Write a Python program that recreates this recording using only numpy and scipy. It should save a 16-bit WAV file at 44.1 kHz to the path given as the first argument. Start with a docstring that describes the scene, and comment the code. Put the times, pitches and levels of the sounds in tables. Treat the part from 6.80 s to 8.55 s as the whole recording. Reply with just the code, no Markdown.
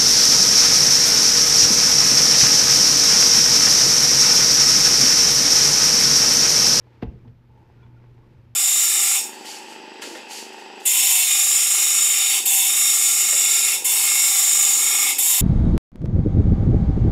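"""Wet sponge in a steel sink

A big soaked sponge lands with one wet slap: water sprays out and a bending wave rings the basin.
The basin floor booms as the weight settles. A hand then slides the sponge softly over the wet steel,
where stick-slip friction excites resonances and the pores fizz. An appliance hums in the quiet room."""
import sys
import numpy as np
from scipy import signal
from scipy.fft import rfft, irfft
from scipy.io import wavfile

SR = 44100
rng = np.random.default_rng(int(sys.argv[2]) if len(sys.argv) > 2 else 0)


def master_out(mix):
    """Clip the mix to full scale and print it as 16-bit PCM to the path in sys.argv[1]."""
    frames = np.transpose(np.atleast_2d(mix))
    ceiling = np.clip(frames, -1, 1)
    pcm = np.round(ceiling * 32767).astype(np.int16)
    wavfile.write(sys.argv[1], SR, pcm)


N = 77175
T = np.arange(N) / SR


def amp(db):
    """Amplitude ratio of a level in decibels."""
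    return 10 ** (np.asarray(db) / 20)


def unit(x):
    """Normalisation to rms 1."""
    return x / np.sqrt(np.mean(x ** 2) + 1e-20)


def read(points, hz):
    """Interpolation of (frequency [Hz], value) points on a logarithmic frequency axis."""
    f, value = np.transpose(points)
    return np.interp(np.log(hz + 1), np.log(f + 1), value)


def level(points):
    """Amplitude envelope through (time [s], level [dB]) points."""
    return amp(np.interp(T, *np.transpose(points)))


def fade(t, t60):
    """Exponential decay from t = 0, by 60 dB in t60 seconds."""
    return amp(-60 * np.maximum(t, 0) / t60)


def colour(x, points):
    """Spectral shaping by (frequency [Hz], level [dB]) points, at rms 1."""
    return unit(irfft(rfft(x) * amp(read(points, np.fft.rfftfreq(N, 1 / SR))), N))


def grains(per_s, spread_db):
    """Shot noise: randomly timed impulses of uneven size, at rms 1."""
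    sizes = rng.standard_normal(N) * amp(spread_db * np.minimum(rng.exponential(1, N), 4))
    return unit(sizes * (rng.random(N) < per_s / SR))


def drift(rate_hz):
    """Slow random modulation: low-passed noise at rms 1."""
    lowpass = np.exp(-(np.fft.rfftfreq(N, 1 / SR) / rate_hz) ** 2)
    return unit(irfft(rfft(rng.standard_normal(N)) * lowpass, N))


def background(hum_hz=119.75, second_harmonic_db=-16, waver_rad=0.15, air_db=-58.5):
    """Mains hum, randomly modulated in phase and amplitude, over the broadband noise of room air."""
    # envelope of the hum (time [s], level [dB])
    hum_envelope = [(0, -55), (.2, -52), (.45, -47.5), (.65, -52.5), (.87, -55.5), (1.07, -48), (1.35, -49),
                    (1.55, -55.5), (1.75, -46)]
    # spectrum of the air (frequency [Hz], relative density [dB])
    air_spectrum = [(15, -32), (45, -3.5), (90, 7.5), (135, -12.5), (190, -6.5), (400, -15.5), (600, -18.5),
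                    (1200, -23.5), (2500, -29.5), (5000, -38), (9000, -51), (13000, -42.5), (16000, -53)]
    phase = 2 * np.pi * hum_hz * T + waver_rad * drift(rate_hz=13)
    hum = (np.sin(phase) + amp(second_harmonic_db) * np.sin(2 * phase)) * amp(drift(rate_hz=15))
    air = colour(rng.standard_normal(N), air_spectrum)
    return np.sqrt(2) * level(hum_envelope) * hum + amp(air_db) * air


def rumble():
    """Forced vibration: the basin gives a low, random rumble under the hand."""
    # envelope of the rumble (time [s], level [dB])
    envelope = [(0, -65), (.2, -74), (.3, -42.5), (.4, -51.5), (.55, -49.5), (.65, -60.5), (.9, -57.5),
                (1.1, -53.5), (1.4, -56), (1.58, -50.5), (1.75, -61)]
    # its spectrum (frequency [Hz], relative density [dB])
    spectrum = [(15, -7), (55, -6), (90, -0.5), (140, -2.5), (250, -20), (600, -33.5), (2000, -105)]
    return level(envelope) * colour(rng.standard_normal(N), spectrum)


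def slide(q=9):
    """Friction noise: small slips excite resonances of the steel while the wet pores fizz."""
    # resonances of the steel (frequency [Hz], relative level [dB])
    resonances = [(245, -10), (340, 5.5), (445, 2), (1000, -8)]
    # envelope of their ringing (time [s], level [dB])
    ring_envelope = [(0, -64.5), (.3, -62.5), (.48, -63.5), (.57, -76), (.78, -60.5), (.97, -64.5),
                     (1.25, -64.5), (1.55, -61), (1.75, -74)]
    # spectrum of the fizz (frequency [Hz], relative density [dB])
    fizz_spectrum = [(300, 15.5), (900, -1), (1500, 4), (2400, 2), (3600, -6.5), (5500, -11), (8000, -25),
                     (15000, -89)]
    # envelope of the fizz (time [s], level [dB])
    fizz_envelope = [(0, -66), (.15, -59), (.33, -63.5), (.48, -66.5), (.53, -71), (.7, -69.5),
                     (.82, -65.5), (1.04, -61), (1.11, -67), (1.23, -63.5), (1.35, -66), (1.52, -64.5),
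                     (1.75, -68)]
    rings = np.zeros(N)
    for hz, db in resonances:
        slips = grains(per_s=900, spread_db=1.0)
        rings += amp(db) * unit(signal.lfilter(*signal.iirpeak(hz, q, SR), slips))
    fizz = colour(grains(per_s=18000, spread_db=-1.5), fizz_spectrum)
    return level(ring_envelope) * unit(rings) + level(fizz_envelope) * fizz


def drag(hollow_hz=881.4, q=7.5):
    """Cavity resonance: uneven slips ring the hollow between sponge and steel."""
    # envelope of the hollow note (time [s], level [dB])
    envelope = [(0, -80), (.14, -64.5), (.38, -83), (.46, -76), (.56, -77.5), (.79, -64), (.94, -70),
                (1.42, -69.5), (1.62, -76.5)]
    hollow = signal.iirpeak(hollow_hz, q, SR)
    slips = grains(per_s=700, spread_db=1.5)
    return level(envelope) * unit(signal.lfilter(*hollow, signal.lfilter(*hollow, slips)))


def squelches(q=5.9):
    """Noise-driven resonance: each brief spray rings a small wet pocket under the sponge."""
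    # squelches (time [s], resonance [Hz], level [dB], t60 [s])
    sprays = [(0.068, 817, -48.5, 0.019), (0.447, 910, -57, 0.11), (.816, 854, -53, 0.033),
              (1.027, 970, -56.5, 0.083), (1.238, 733, -58, 0.031), (1.429, 1065, -58.5, 0.042)]
    out = np.zeros(N)
    for s, hz, db, t60 in sprays:
        envelope = (T >= s) * fade(T - s, t60)
        spray = envelope * rng.standard_normal(N) + 1e-12
        pocket = signal.iirpeak(hz, q, SR)
        ring = signal.lfilter(*pocket, signal.lfilter(*pocket, spray))
        out += amp(db) * ring * np.linalg.norm(envelope) / np.linalg.norm(ring)
    return out


def splat(rise_s=0.0024, hold_s=0.0064):
    """Shot noise: water squeezed out on contact makes ragged bursts of tiny clicks."""
    # the landing, then the far edge settling (time [s], level [dB], t60 [s])
    contacts = [(0.2242, -43.5, 0.056), (0.477, -64.5, 0.058)]
    # spectrum of the expelled water (frequency [Hz], relative density [dB])
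    spectrum = [(700, -9), (1200, -1.5), (1750, 0.5), (3300, -6.5), (5000, -15), (7000, -33.5),
                (10500, -47), (14000, -27), (16000, -33)]
    envelope = sum(amp(db) * np.exp(np.minimum(T - s, 0) / rise_s) * fade(T - s - hold_s, t60)
                   for s, db, t60 in contacts)
    return envelope * colour(grains(per_s=8000, spread_db=2.5), spectrum)


def basin(t, rise_cycles=3.2):
    """Modal superposition: damped modes of the steel build up and decay after a soft blow at t = 0."""
    # modes of the basin, damped by the sponge (frequency [Hz], level [dB], t60 [s])
    modes = [(115.3, -20.5, 0.17), (151, -35, 0.15), (241.2, -19.5, 0.085), (296, -34, 0.088),
             (342.4, -49, 1), (450.7, -23, 0.089), (727, -22.5, 0.035), (857, -35, 0.071),
             (974, -42.5, 0.042), (1720, -38, 0.029), (1980, -46.5, 0.057)]
    t = np.maximum(t, 0)
    return sum(amp(db) * fade(t, t60) * (1 - np.exp(-t * hz / rise_cycles)) * np.sin(2 * np.pi * hz * t)
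               for hz, db, t60 in modes)


def glide(t, start_hz, end_hz, fall_s):
    """A sinusoid whose frequency relaxes exponentially from start_hz to end_hz."""
    cycles = end_hz * t + (start_hz - end_hz) * fall_s * (1 - np.exp(-t / fall_s))
    return np.sin(2 * np.pi * cycles)


def thud(land_s=0.2255, lead_s=0.0013, peak_s=0.0051, bend_db=-20.5):
    """Dispersion: the treble of a bending wave arrives first, so the pitch drops as the basin rings."""
    t = np.maximum(T - land_s + lead_s, 0)
    swell = (t / peak_s * np.exp(1 - t / peak_s)) ** 2
    bending_wave = glide(t, start_hz=581, end_hz=32, fall_s=0.00635)
    return amp(bend_db) * swell * bending_wave + basin(T - land_s)


def snaps(t60=0.03):
    """Impulsive noise: trapped water crackles at the landing and as the sponge peels off the steel."""
    # snaps (time [s], level [dB], spectral tilt [dB/octave])
    bursts = [(.2257, -35, 5), (0.752, -51.5, -8.5), (0.9, -50, -3.5), (1.064, -54.5, 2.5),
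              (1.2, -55.5, -0.5), (1.239, -49.5, -1), (1.379, -56.5, 1.5)]
    # their spectrum before the tilt (frequency [Hz], relative density [dB])
    spectrum = [(200, -4.5), (850, 9), (1200, -0.5), (2100, -2.5), (7000, -44), (16000, -70)]
    out = np.zeros(N)
    for s, db, tilt in bursts:
        tilted = [(hz, band_db + tilt * np.log2(hz)) for hz, band_db in spectrum]
        envelope = (T >= s) * fade(T - s, t60)
        crackle = colour(envelope * grains(per_s=12000, spread_db=2.5), tilted)
        out += amp(db) * np.sqrt(np.mean(envelope ** 2)) * crackle
    return out


def boom(start_hz=46, climb_hz_per_s=444, rise_s=0.028, t60=0.1):
    """Tension stiffening: the basin floor swings and tightens under the weight, so its pitch climbs."""
    # flexes of the floor (time [s], level [dB])
    flexes = [(.23, -33), (0.257, -25), (0.337, -44)]
    out = np.zeros(N)
    for s, db in flexes:
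        t = np.maximum(T - s, 0)
        envelope = np.minimum(t / rise_s, 1) * fade(t - rise_s, t60)
        cycles = (start_hz + climb_hz_per_s * t / 2) * t
        out += amp(db) * envelope * np.sin(2 * np.pi * cycles)
    return out


def knocks(rise_s=0.0081):
    """Mass loading: each dull knock sets the steel swinging, and the wet weight lowers its note."""
    # knocks of the sagging sponge (time [s], start pitch [Hz], end pitch [Hz], level [dB], t60 [s])
    blows = [(.245, 257, 109, -25, 0.062), (0.28, 408, 225, -31, 0.042), (.311, 219, 199.4, -41, 0.27),
             (.451, 243, 242.5, -41.5, 0.19), (1.094, 345, 312, -46.5, 0.11)]
    out = np.zeros(N)
    for s, start_hz, end_hz, db, t60 in blows:
        t = np.maximum(T - s, 0)
        envelope = np.minimum(t / rise_s, 1) * fade(t, t60)
        out += amp(db) * envelope * glide(t, start_hz, end_hz, fall_s=0.015)
    return out


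def bumps(t60=0.036, cutoff_hz=340):
    """Convolution: a soft, smeared force drives the basin's response, stirring its lower modes."""
    # nudges as the sponge settles and is moved (time [s], relative level [dB])
    nudges = [(0.31, -38.5), (0.467, -15), (1.457, -17)]
    envelope = sum(amp(db) * (T >= s) * fade(T - s, t60) for s, db in nudges)
    force = signal.lfilter(*signal.butter(2, cutoff_hz, fs=SR), envelope * rng.standard_normal(N))
    return signal.fftconvolve(force / np.linalg.norm(fade(T, t60)), basin(T))[:N]


def squeaks(jitter_rad=0.7):
    """Stick-slip oscillation: wet skin catches and releases in brief, thin, unsteady tones."""
    # squeaks (time [s], frequency [Hz], level [dB], half length [s])
    tones = [(1.005, 1410, -64, .03), (1.037, 1420, -62, .009), (1.034, 2330, -64, .011),
             (1.039, 3380, -63, .007), (1.175, 1425, -60.5, .012)]
    out = np.zeros(N)
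    for s, hz, db, half_s in tones:
        envelope = np.exp(-((T - s) / half_s) ** 2)
        out += amp(db) * envelope * np.sin(2 * np.pi * hz * T + jitter_rad * drift(rate_hz=85))
    return out


def room(x, build_s=0.012):
    """Reverberation: a diffuse tail in which each frequency band decays at its own rate."""
    # response of the room (frequency [Hz], relative level [dB], t60 [s])
    bands = [(50.7, -3, 0.35), (198, -8.5, 0.34), (454, -4.5, 0.6), (725, 0, 0.28), (2480, -3, 0.36),
             (11800, -3.5, 0.13)]
    hz, t, noise = signal.stft(rng.standard_normal(N), SR, nperseg=512)
    gain = amp(read([(f, db) for f, db, _ in bands], hz))[:, None]
    t60 = read([(f, s) for f, _, s in bands], hz)[:, None]
    tail = signal.istft(noise * gain * fade(t, t60), SR, nperseg=512)[1][:N]
    tail *= np.minimum(T / build_s, 1)
    return signal.fftconvolve(x, tail / np.linalg.norm(tail))[:N]


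def scene(room_db=-16):
    """Superposition in one channel: the contacts with their reverberation, the other layers direct."""
    contacts = thud() + splat() + snaps() + knocks() + bumps() + squelches() + squeaks()
    return (contacts + rumble() + boom() + amp(room_db) * room(contacts)
            + slide() + drag() + background())[None]


def record(dry):
    """Band limiting: a low-pass at 15.2 kHz, with a 4 ms fade at each end."""
    ends = np.minimum(np.minimum(T, T[::-1]) / 0.004, 1)
    lowpass = signal.firwin(511, 15200, window=("kaiser", 9), fs=SR)
    return signal.oaconvolve(dry * ends, lowpass[None], "same")


dry = scene()
out = record(dry)
master_out(out)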